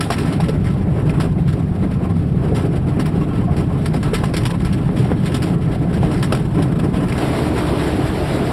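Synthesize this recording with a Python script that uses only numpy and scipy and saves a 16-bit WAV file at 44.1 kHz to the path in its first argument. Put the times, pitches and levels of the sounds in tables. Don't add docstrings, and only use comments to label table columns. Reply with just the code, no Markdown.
import sys
import numpy as np
from scipy import signal
from scipy.fft import rfft, irfft, next_fast_len
from scipy.io import wavfile
from scipy.ndimage import uniform_filter1d, minimum_filter1d, map_coordinates

SR = 44100
rng = np.random.default_rng(int(sys.argv[2]) if len(sys.argv) > 2 else 0)


def to_wav(sig):
    pcm = np.clip(np.atleast_2d(sig), -1, 1) * 32767
    pcm = np.round(pcm).astype(np.int16)
    wavfile.write(sys.argv[1], SR, pcm.T)


N = 375732

# start in seconds, nominal chatter peak in dB, length in seconds.
JOLTS = [(0.0054, -12.5, 0.033), (0.1013, -15.5, 0.016), (0.117, -14.5, 0.03), (0.182, -19.5, 0.037),
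         (0.22, -29, 0.041), (0.25, -27.5, 0.078), (0.324, -19, 0.024), (0.4, -18.5, 0.018),
         (0.434, -22, 0.021), (0.483, -20, 0.024), (0.64, -28.5, 0.093), (1.093, -22, 0.015),
         (1.198, -19.5, 0.037), (1.475, -25.5, 0.03), (1.526, -22, 0.012), (1.912, -28, 0.029),
         (2.545, -22, 0.057), (2.753, -27.5, 0.021), (2.882, -26, 0.017), (2.994, -20, 0.024),
         (3.0565, -20, 0.011), (3.564, -24.5, 0.042), (3.836, -28, 0.023), (3.857, -16, 0.018),
         (3.934, -21.5, 0.037), (4.027, -21.5, 0.029), (4.133, -17.5, 0.029), (4.14, -18.5, 0.04),
         (4.234, -19.5, 0.034), (4.337, -15, 0.021), (4.3646, -13, 0.028), (4.431, -21, 0.012),
         (4.452, -14, 0.022), (4.504, -18, 0.011), (4.595, -27.5, 0.047), (4.647, -19.5, 0.029),
         (4.725, -19.5, 0.019), (4.958, -26.5, 0.091), (5.038, -24, 0.024), (5.232, -26.5, 0.033),
         (5.256, -18, 0.03), (5.318, -22.5, 0.018), (5.3423, -12, 0.018), (5.366, -18.5, 0.012),
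         (5.42, -15.5, 0.025), (5.464, -24, 0.032), (5.712, -27.5, 0.03), (5.927, -25.5, 0.044),
         (6.02, -28, 0.08), (6.111, -25, 0.091), (6.226, -12.5, 0.023), (6.322, -13, 0.013),
         (6.347, -17, 0.024), (6.621, -20, 0.02), (6.788, -26, 0.018), (7.083, -19.5, 0.022),
         (7.125, -14.5, 0.004), (7.177, -18, 0.017)]
# pitch in Hz, width in Hz, relative strength in dB.
PANELS = [(257, 20, 0), (302.7, 24.5, 8), (351, 18, 2), (413, 21, 7), (687, 194, 4.5)]
# pitch in Hz, width in Hz, relative strength in dB.
FRAME = [(1016, 7.8, 12), (1090, 7.7, 7.5), (1321.5, 8, 14.5), (1660, 120, 3), (2070, 48, 3.5),
         (2660, 62, -6.5), (3250, 45, -1), (4880, 180, 1.5), (5450, 160, 5)]
LIFT_S, LIFT_SPAN_S = 7.12, 0.09


def roll():
    # pitch in Hz, width in Hz, relative strength in dB.
    fuselage = [(62.6, 26, -0.5), (94, 19, 5), (129.4, 10.6, 7.5), (162.3, 33, 9), (191, 11, 7.5)]
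    # frequency in Hz, relative level in dB per Hz.
    ground = [(12, -41), (25, -10.5), (60, -6), (150, -3), (220, -8), (400, -17), (1000, -98)]
    boom_spectrum = [(100, -49), (230, -2.5), (450, -11), (800, -21.5), (1400, -25), (2500, -35),
                     (6000, -75)]
    buzz_spectrum = [(300, -19), (800, 11), (1500, -1), (3000, -1.5), (5000, -13), (10000, -10.5),
                     (12000, -20.5), (15500, -32)]
    # time in seconds, boom level in dB at 260-900 Hz.
    roughness = [(0, -27), (.28, -23), (.5, -29), (.75, -30), (1.11, -23), (1.42, -32), (1.85, -28),
                 (2.3, -30), (2.5, -22.5), (2.7, -26.5), (3.3, -27.5), (4.1, -26.5), (4.6, -28), (5.2, -26),
                 (5.72, -26.5), (6.14, -25), (7.1, -25.5), (8.52, -28)]
    drum_steady_db, drum_start_db, drum_rise_s, drum_lift_db = -17, -7, 0.21, -4
    buzz_start_db, buzz_db_per_s, buzz_lift_db = -51, 0.51, 3.5
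    buzz_follows = 0.85

    t, light = np.arange(N) / SR, lift()
    drum_db = drum_steady_db + drum_start_db * np.exp(-(t / drum_rise_s) ** 2) + drum_lift_db * light
    rough_db = np.interp(t, *np.transpose(roughness))
    buzz_db = buzz_start_db + buzz_db_per_s * t
    buzz_db += (buzz_lift_db + gust_db()) * light
    buzz_db += stir_db() * (1 - light)
    buzz_db += buzz_follows * (rough_db - rough_db.mean())

    bumps = (1 - 0.65 * light) * wobble(13)
    ripples = (1 - 0.65 * light) * wobble(35)
    drum = filtered(rng.standard_normal(N), body(ground, fuselage))
    boom = filtered(rng.standard_normal(N), body(boom_spectrum, PANELS))
    boom *= amp(1.1 * bumps + 1.6 * ripples + 1.2 * wobble(24))
    buzz = filtered(contacts(150, 5), body(buzz_spectrum, FRAME))
    buzz *= amp(0.66 * bumps + 1.9 * ripples + 3.0 * wobble(70))
    boom, buzz = patchy(boom, patchy_db=1.5), patchy(buzz, patchy_db=2.0)

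    drum, boom, buzz = unit(drum, 40, 220), unit(boom, 260, 900), unit(buzz, 2500, 12000)
    return amp(drum_db) * drum + amp(rough_db) * boom + amp(buzz_db) * buzz


def jolts():
    # frequency in Hz, relative level in dB per Hz.
    chatter_spectrum = [(300, -28), (800, -0.5), (1500, 0), (3000, 0), (5000, -5.5), (10000, -6.5),
                        (12000, -16.5), (15500, -33)]
    crest_db = 11

    t = np.arange(SR // 4) / SR
    hz, width, mode_db = np.transpose(FRAME)[:, :, None]
    # start in seconds, level in dB, length in seconds.
    ticks = [0, -36, .006] + [LIFT_S, 9, .012] * rng.random(size=(70, 3))
    shocks = np.vstack([JOLTS, ticks])
    draws = rng.standard_normal((len(shocks), len(FRAME), 1))
    shake = np.zeros((2, N + SR))
    clacks = np.zeros(N + SR)
    for (s, db, length), draw in zip(shocks, draws):
        at = slice(round(s * SR), round(s * SR) + len(t))
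        swell = 1 - np.exp(-t / (.002 * amp(-.7 * (db + 14))))
        hold = np.exp(-(t / length) ** 1.18) * (1 + 0.42 * np.exp(-t / 0.0036))
        dull_db = -.3 * (db + 9.0) + 0.9 * draw[0]
        part_db = db - crest_db + dull_db * [[1], [0]]
        shake[:, at] += (amp(part_db) * hold * swell) ** 2

        strength = amp(mode_db + 3.5 * draw)
        detuned_hz = hz * (1 + 0.021 * draw[::-1])
        ring = strength * np.exp(-np.pi * width * t) * np.sin(2 * np.pi * detuned_hz * t)
        upper_ring = (ring * (hz > 1500)).sum(axis=0)
        clacks[at] += amp(db - 25) * swell * upper_ring

    chatter = unit(filtered(contacts(600, 4.2), body(chatter_spectrum, FRAME, 1.1)), 1700, 12000)
    chatter = patchy(chatter, patchy_db=2.0)
    dull = filtered(chatter, lambda f: 1 / (1 + (f / 2200) ** 4))
    bright = chatter - dull
    bounce = amp(1.6 * wobble(200) + 1.1 * np.array([wobble(70), wobble(70)]))
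    return (np.sqrt(shake[:, :N]) * bounce * [dull, bright]).sum(axis=0) + clacks[:N]


def knocks():
    # pitch in Hz, relative strength in dB, seconds to die by 60 dB.
    shell = [(425, 18.5, 0.087), (505, 20, 0.045), (600, 14, 0.045), (727.4, 9.5, 0.1), (789, 14, 0.059),
             (1074, 7.5, 0.079), (1335, 0, 0.085), (1760, -1, 0.045), (2150, 8, 0.02), (2370, 9, 0.017),
             (2760, -3, 0.064), (3310, -13, 0.074)]
    # start in seconds, nominal peak in dB, pitch in Hz, rise in seconds.
    knocks_and_rubs = [(.1028, -6.5, 875, 0.00058), (.18, -22, 2280, .0005), (.398, -16, 820, 0.0013),
                       (.484, -12.5, 435, 0.0048), (1.096, -20.5, 2250, 0.00029),
                       (1.200, -17, 1060, 0.00043), (2.515, -13, 503, 0.005), (2.593, -29, 1330, .002),
                       (3.0, -34, 2100, 0.00058), (3.205, -31, 1090, 0.025), (3.21, -42, 2720, 0.022),
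                       (3.298, -39, 3240, .015), (3.31, -24.5, 1050, 0.006), (3.372, -39, 2720, 0.0061),
                       (3.47, -22, 700, 0.013), (3.605, -43, 1350, 0.033), (3.858, -25, 1760, 0.00091),
                       (3.942, -14, 700, 0.0007), (4.132, -11.5, 447, 0.00082), (4.236, -15, 890, 0.0004),
                       (4.340, -13.5, 450, .001), (4.891, -16.5, 630, 0.00042),
                       (5.116, -11.5, 600, 0.00056), (6.030, -13, 690, 0.00073),
                       (6.323, -8.5, 625, 0.00095), (7.123, -18, 2200, .0005)]
    # start in seconds, peak in dB.
    snap = (3.0665, -16)
    crack_db, crack_grows, crack_s = -1.5, 0.36, 0.014

    t = np.arange(SR // 8) / SR
    hz, mode_db, t60 = np.transpose(shell)[:, :, None]
    when, size, spot = rng.random(size=(150, 3)).T
    taps = np.transpose([when * LIFT_S, -30 + 9 * size - 12 * spot, 500 * 4 ** spot, 0.0011 + 0.0035 * size])
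    touches = np.vstack([knocks_and_rubs, taps])
    draws = rng.standard_normal((len(touches), len(shell), 1))
    crack_fall_db = crack_db + crack_grows * (touches[:, 1:2] + 12.0) - 60 * t / crack_s
    cracks = amp(crack_fall_db) * rng.standard_normal((len(touches), len(t)))
    dull = np.hanning(30) / np.linalg.norm(np.hanning(30))

    out = np.zeros(N + SR)
    for (s, db, pitch_hz, rise), draw, crack in zip(touches, draws, cracks):
        swell = (1 - np.exp(-t / rise)) ** 2
        near_db = -(16 + (rise / 0.0014) ** 2) * np.log2(hz / pitch_hz) ** 2
        detuned_hz = hz * (1 + 0.02 * draw[::-1])
        ring = amp(mode_db + near_db + 3.0 * draw - 60 * t / t60) * np.sin(2 * np.pi * detuned_hz * t)
        first_swings = 1 + 1.1 * np.exp(-t / (rise + 0.0071))
        ring = ring.sum(axis=0) * swell * first_swings
        sound = ring / abs(ring).max() + np.convolve(crack * swell, dull, 'same')
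        out[round(s * SR):][:len(t)] += amp(db) * sound
    out[round(snap[0] * SR):][:2] += amp(snap[1]) * np.array([1, -.5])
    return out[:N]


def airflow():
    # frequency in Hz, relative level in dB per Hz.
    roar_spectrum = [(25, -48), (70, 6), (150, -19), (310, -5), (700, -14.5), (1500, -19.5), (3500, -27.5),
                     (6000, -34), (9500, -36), (12000, -41.5), (15500, -67)]
    roar_db, before_db = -21.5, -21

    roar = unit(filtered(rng.standard_normal(N), body(roar_spectrum, PANELS, 1.95)))
    roar = patchy(roar, patchy_db=1.8)
    low = filtered(roar, lambda f: 1 / (1 + (f / 700) ** 2))
    surging = low + amp(gust_db() + 1.3 * wobble(25)) * (roar - low)
    return amp(roar_db + before_db * (1 - lift())) * surging


def lift():
    return .5 + .5 * np.tanh((np.arange(N) / SR - LIFT_S) / LIFT_SPAN_S)


def stir_db():
    stir, settle_s = 11, 0.2
    kicks = np.zeros(N)
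    for s, db, _ in JOLTS:
        kicks[round(s * SR)] = amp(db + stir) ** 2
    left = signal.fftconvolve(kicks, np.exp(-np.arange(SR) / SR / settle_s))[:N]
    return 10 * np.log10(1 + abs(left))


def gust_db():
    # time in seconds, dB over its steady level.
    gusts = [(7.2, 4.5), (7.33, 0.5), (7.39, 5), (7.52, -1.5), (7.58, 3), (7.76, 1), (7.88, 5), (7.97, 1),
             (8.52, 0.5)]
    return np.interp(np.arange(N) / SR, *np.transpose(gusts))


def contacts(rate, spread_db):
    clicks = (rng.random(N) < rate / SR) * amp(spread_db * rng.exponential(size=N).clip(0, 3))
    return unit(rng.standard_normal(N) * (1 + clicks))


def body(spectrum, modes, modes_db=0):
    f, db = np.transpose(spectrum)

    def response(hz):
        power = 1
        for center, width, gain_db in modes:
            power = power + amp(gain_db + modes_db) ** 2 / (1 + (2 * (hz - center) / width) ** 2)
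        return amp(np.interp(np.log(hz + 1), np.log(f), db)) * np.sqrt(power)
    return response


def patchy(x, patchy_db):
    z = signal.stft(x, nperseg=512)[2]
    field = uniform_filter1d(rng.standard_normal(z.shape), size=5, axis=0)
    field = uniform_filter1d(field, size=6, axis=1)
    return signal.istft(z * amp(patchy_db * field / field.std()), nperseg=512)[1][:N]


def wobble(rate):
    return map_coordinates(rng.standard_normal(N // 100), [np.arange(N) * rate / SR])


def filtered(x, response):
    m = next_fast_len(N + SR // 2)
    return irfft(rfft(x, m) * response(np.fft.rfftfreq(m, 1 / SR)), m)[:N]


def unit(x, lo=0, hi=SR):
    power = abs(rfft(x)) ** 2
    hz = np.fft.rfftfreq(len(x), 1 / SR)
    share = power[(hz >= lo) & (hz < hi)].sum() / power.sum()
    return x / np.sqrt(np.mean(x ** 2) * share)


def amp(db):
    return 10 ** (np.asarray(db) / 20)


def scene():
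    return (roll() + jolts() + knocks() + airflow())[None]


def record(dry):
    # frequency in Hz, null width in Hz, skirt width in Hz.
    port = (6383, 410, 1480)
    ceiling_db, top_hz = -3.6, 15720
    null_hz, narrow, wide = port

    def null(f):
        off = null_hz ** 2 - f * f
        return (off + 1j * f * narrow) ** 2 / (off + 1j * f * wide) ** 2

    x = filtered(dry[0], null)
    needed = np.minimum(1, amp(ceiling_db) / (abs(x) + 1e-9))
    x = x * uniform_filter1d(minimum_filter1d(needed, size=441), size=221)
    return filtered(x, lambda hz: hz < top_hz)[None]


dry = scene()
out = record(dry)
to_wav(out)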